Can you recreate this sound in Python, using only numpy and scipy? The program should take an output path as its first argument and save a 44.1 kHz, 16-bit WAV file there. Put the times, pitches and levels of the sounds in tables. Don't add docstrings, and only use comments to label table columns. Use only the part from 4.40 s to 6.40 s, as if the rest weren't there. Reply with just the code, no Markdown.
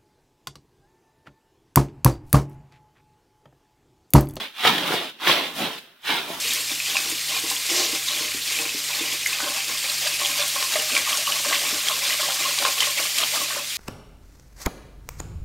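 import sys
import numpy as np
from scipy import signal
from scipy.fft import rfft, irfft
from scipy.io import wavfile
from scipy.ndimage import uniform_filter1d

SR = 44100
rng = np.random.default_rng(int(sys.argv[2]) if len(sys.argv) > 2 else 0)


def dump_mix(stems):
    frames = np.atleast_2d(stems).T
    limited = np.clip(frames, -1, 1)
    pcm = np.round(limited * 32767).astype(np.int16)
    wavfile.write(sys.argv[1], SR, pcm)


N = 88200
CLUMPS_PER_S = 45

# (frequency [Hz], level [dB])
CRINKLE_TONE = [(150, -77), (600, -22.5), (1200, -6.5), (1600, -4.5), (2100, -2.5), (2700, -2), (3300, 0.5),
                (3850, -2), (4300, -7), (5500, -13), (7000, -22.5), (10000, -21.5)]
# (frequency [Hz], level of the difference [dB])
STEREO_WIDTH = [(120, -17), (250, -13), (500, -6.5), (1000, -1.5), (2000, -.5), (4000, 1.8), (9000, 4.7)]


def rustle():
    # (frequency [Hz], level [dB])
    billow_tone = [(40, -44.5), (70, -36), (105, -20.5), (155, -1), (220, -0.5), (350, -0.5), (500, -4),
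                   (680, -1), (1000, -8.5), (2500, -47.5), (6000, -64.5)]
    flap_tone = [(120, -40), (250, -5), (550, -19), (850, 1), (1100, 0.5), (1400, -0.5), (1900, -9.5),
                 (4000, -26.5), (9000, -62)]
    crackle_tone = [(3000, -2), (5500, 3.5), (7500, 0.5), (10000, 0.5), (14000, -0.5), (16000, -2.5)]
    clumps = from_db(wander(CLUMPS_PER_S)) * crunches()
    crinkle = buckling(CRINKLE_TONE, per_s=5000, spread_db=4, steady_s=0.017) * from_db(-1)
    crinkle += stiff_creases(clump_db=4) * from_db(-7)
    billow = buckling(billow_tone, per_s=1400, spread_db=3, steady_s=0.022)
    flap = buckling(flap_tone, per_s=1500, spread_db=3, steady_s=0.038) * from_db(-1.5)
    crackle = buckling(crackle_tone, per_s=9000, spread_db=3, steady_s=0.043) * from_db(-0.27)
    crinkle_gain, billow_gain, flap_gain, crackle_gain = swings()
    creases = clumps * (crinkle * crinkle_gain + crackle * crackle_gain)
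    return creases + billow * billow_gain + flap * flap_gain


def swings():
    # (time [s], crinkle [dB], billow [dB], flap [dB], crackle [dB])
    swing_levels = [
        [(0.0, -30.5, -36, -43, -45), (0.046, -33.5, -45, -42, -56), (0.132, -52.5, -69, -65, -65),
         (0.194, -30.5, -51, -37.5, -48), (0.232, -25, -48, -33, -41.5), (0.25, -18.5, -29, -18, -37),
         (0.28, -15.5, -25.5, -21, -30.5), (0.316, -22.5, -29.5, -28.5, -38),
         (0.352, -24.5, -30.5, -33.5, -37.5), (0.42, -30, -32, -34.5, -43.5)],
        [(0.43, -27.5, -30, -42, -48), (0.456, -29, -35, -31, -40), (0.544, -26.5, -29, -30.5, -35.5),
         (0.598, -29, -35, -44, -45), (0.61, -29.5, -33.5, -39, -45.5), (0.696, -37, -44.5, -51, -52),
         (0.73, -54.5, -65, -63, -63), (0.746, -52, -61, -78, -82), (0.752, -56, -63, -57, -86),
         (0.78, -57, -68, -74, -77)],
        [(0.79, -48.5, -61, -57, -67), (0.808, -35.5, -55, -36.5, -48.5), (0.862, -26.5, -37, -25.5, -38),
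         (0.874, -19, -29.5, -23, -37), (0.888, -16.5, -24.5, -21.5, -37), (0.898, -17.5, -27.5, -18, -41),
         (0.918, -17.5, -26, -32, -42), (0.948, -24.5, -32.5, -29.5, -41), (0.99, -25, -30.5, -31.5, -45.5),
         (1.13, -40.5, -45, -46, -50)],
        [(1.14, -38.5, -46.5, -49, -43), (1.202, -29.5, -30.5, -32.5, -33.5), (1.216, -26.5, -28.5, -37, -36),
         (1.268, -30, -31, -35, -44.5), (1.294, -33.5, -38, -36.5, -45), (1.386, -39, -49, -49, -48.5),
         (1.398, -47.5, -56, -69, -55), (1.464, -53, -66, -75, -63), (1.482, -57.5, -58, -70, -76),
         (1.59, -62, -75, -73, -80)],
        [(1.6, -59, -67, -74, -80), (1.62, -60, -74, -63, -59), (1.64, -43.5, -60, -46, -50),
         (1.678, -23.5, -49.5, -33.5, -41), (1.698, -23.5, -34, -26, -38.5), (1.798, -29.5, -39, -35.5, -44),
         (1.846, -35, -45, -40, -42), (1.908, -36, -36.5, -39.5, -40), (1.952, -37, -43, -39.5, -40),
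         (2.0, -41.5, -44, -43, -41.5)],
    ]
    times, *layers = np.concatenate(swing_levels).T
    return [from_db(np.interp(np.arange(N) / SR, times, levels)) for levels in layers]


def buckling(tone, per_s, spread_db, steady_s):
    patter = shape_tone(clicks(per_s, spread_db), tone)
    power = uniform_filter1d(patter ** 2, int(steady_s * SR))
    return patter / np.sqrt(np.abs(power) + np.mean(power) / 100)


def stiff_creases(clump_db):
    # (pitch [Hz], width of the band [Hz])
    crease_rings = [(2250, 510), (2750, 370), (3150, 1100), (3650, 470)]
    ringing = 0
    for hz, width_hz in crease_rings:
        strikes = clicks(per_s=900, spread_db=2) * from_db(clump_db * wander(CLUMPS_PER_S))
        ringing += signal.lfilter(*signal.iirpeak(hz, hz / width_hz, fs=SR), strikes)
    return normalise(shape_tone(ringing, CRINKLE_TONE))


def crunches():
    # (time [s], change in level [dB])
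    crunch_events = [(0.276, 6.5), (0.382, 8), (0.478, 4), (.808, -1), (0.901, 4), (1.333, 4), (1.385, 1),
                     (1.678, 2.5), (1.705, 3.5)]
    half_length_s = 0.0021
    t = np.arange(N) / SR
    return from_db(sum(db * np.exp(-((t - at) / half_length_s) ** 2) for at, db in crunch_events))


def snaps():
    # (time [s], level [dB], length of the push [ms])
    snap_events = [(.2512, -3, .17), (.2528, -8, .13), (.2542, -15, .7), (.2677, -9, .14), (.2732, -5, .08),
                   (.2995, -9, .12), (.5075, -18, .35), (.5225, -15, .14), (.541, -13, .35),
                   (.8385, -18, .14), (.8737, -7, .12), (.897, -9, .15), (.8987, -5, .1), (.9025, -6, .11),
                   (.914, -6, .07), (1.75, -17, .1), (1.903, -25, .4)]
    shiver_db, shiver_fade_s = -25, 0.0066
    t = np.arange(int(.04 * SR)) / SR
    track = np.zeros(N + SR)
    for at, db, push_ms in snap_events:
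        from_centre = t * 1000 / push_ms - 3
        push = -from_centre * np.exp((1 - from_centre ** 2) / 2)
        shiver = signal.fftconvolve(rng.standard_normal(len(t)), push)[:len(t)]
        shiver = normalise(shiver) * np.exp(-t / shiver_fade_s)
        start = int((at - 2 * push_ms / 1000) * SR)
        track[start:start + len(t)] += from_db(db + .3) * (push + from_db(shiver_db) * shiver)
    band = signal.butter(N=3, Wn=[150, 4500], btype="band", fs=SR, output="sos")
    return signal.sosfilt(band, track[:N])


def hallway(bag):
    # (frequency [Hz], level [dB])
    ring_tone = [(60, -9), (160, 1), (400, -0.5), (1000, -3.5), (2000, -4.5), (2900, 2.5), (3600, 1),
                 (5000, 0), (9000, -3), (16000, -6)]
    near_gain, ring_gain, boom_db = from_db(-6.5), from_db(-19), -66
    ring_s, boom_s, boom_hz = 0.77, .9, 73
    t = np.arange(N) / SR
    ring = rng.standard_normal((2, N)) * from_db(-60 * t / ring_s) * (t > .01)
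    ring = shape_tone(normalise(ring) / np.sqrt(N), ring_tone)
    boom = np.sin(2 * np.pi * boom_hz * t) * from_db(boom_db - 60 * t / boom_s)
    late_echoes = signal.fftconvolve(bag[None], ring, axes=1)[:, :N]
    mid, side = near_gain * near_walls(bag) + ring_gain * late_echoes
    mid = bag + mid + signal.fftconvolve(bag, boom)[:N]
    side = shape_tone(side, STEREO_WIDTH)
    return np.array([mid + side, mid - side]) / np.sqrt(1 + near_gain ** 2)


def near_walls(bag):
    new_pattern_s, echoes_per_s, fade_s = .06, 5000, 0.008
    step = int(new_pattern_s * SR)
    t = np.arange(int(.06 * SR)) / SR
    crossfade = np.sin(np.pi * np.arange(2 * step) / (2 * step))
    padded = np.pad(bag, (step, 2 * step))
    echoes = np.zeros((2, N + SR))
    for start in range(0, N + step, step):
        pattern = rng.choice([-1, 1], (2, len(t))) * (rng.random((2, len(t))) < echoes_per_s / SR)
        pattern = normalise(pattern * np.exp(-t / fade_s) * (t > .0005)) / np.sqrt(len(t))
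        piece = padded[start:start + 2 * step] * crossfade
        echo = signal.fftconvolve(piece[None], pattern, axes=1)
        echoes[:, start:start + echo.shape[1]] += echo
    return echoes[:, step:step + N]


def house_hush():
    # (frequency [Hz], level [dB])
    hush_tone = [(25, -4), (60, -40), (100, -1), (150, -7), (300, -10), (700, -10), (1500, 8), (3000, -13),
                 (6000, -19), (16000, -8)]
    mid, side = shape_tone(rng.standard_normal((2, N)), hush_tone)
    side = .5 * shape_tone(side, STEREO_WIDTH)
    return from_db(-59.5) * normalise(np.array([mid + side, mid - side]))


def clicks(per_s, spread_db):
    happens = rng.random(N) < per_s / SR
    size = from_db(spread_db * np.clip(rng.standard_normal(N), -2, 2))
    return happens * size * rng.choice([-1, 1], N)


def wander(per_s):
    hold = int(SR / per_s)
    steps = np.repeat(rng.standard_normal(N // hold + 1), hold)
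    return 1.2 * uniform_filter1d(steps, hold)[:N]


def shape_tone(sound, tone):
    size = 2 * N
    hz, db = np.array(tone, float).T
    frequencies = np.maximum(np.fft.rfftfreq(size, 1 / SR), 1)
    gain = from_db(np.interp(np.log(frequencies), np.log(np.sort(hz)), db))
    folded = irfft(np.log(gain), size)
    folded[1:N] *= 2
    folded[N + 1:] = 0
    return irfft(rfft(sound, size) * np.exp(rfft(folded)), size)[..., :N]


def from_db(db):
    return 10 ** (np.asarray(db) / 20)


def normalise(sound):
    return sound / np.sqrt(np.mean(sound ** 2))


def scene():
    # (frequency [Hz], left minus right [dB])
    ear_balance = [(120, -0.2), (300, -0.1), (600, -0.2), (1100, 0.1), (2200, -2), (4000, -1.8),
                   (9000, 0.5)]
    left, right = hallway(rustle() + snaps())
    left = shape_tone(left, [(hz, db / 2) for hz, db in ear_balance])
    right = shape_tone(right, [(hz, -db / 2) for hz, db in ear_balance])
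    return np.array([left, right]) + house_hush()


def record(dry):
    ceiling, top_hz = .95, 16000
    rounded = dry / (1 + (dry / ceiling) ** 4) ** .25
    return signal.sosfilt(signal.ellip(10, .2, 80, top_hz, fs=SR, output="sos"), rounded)


dry = scene()
out = record(dry)
dump_mix(out)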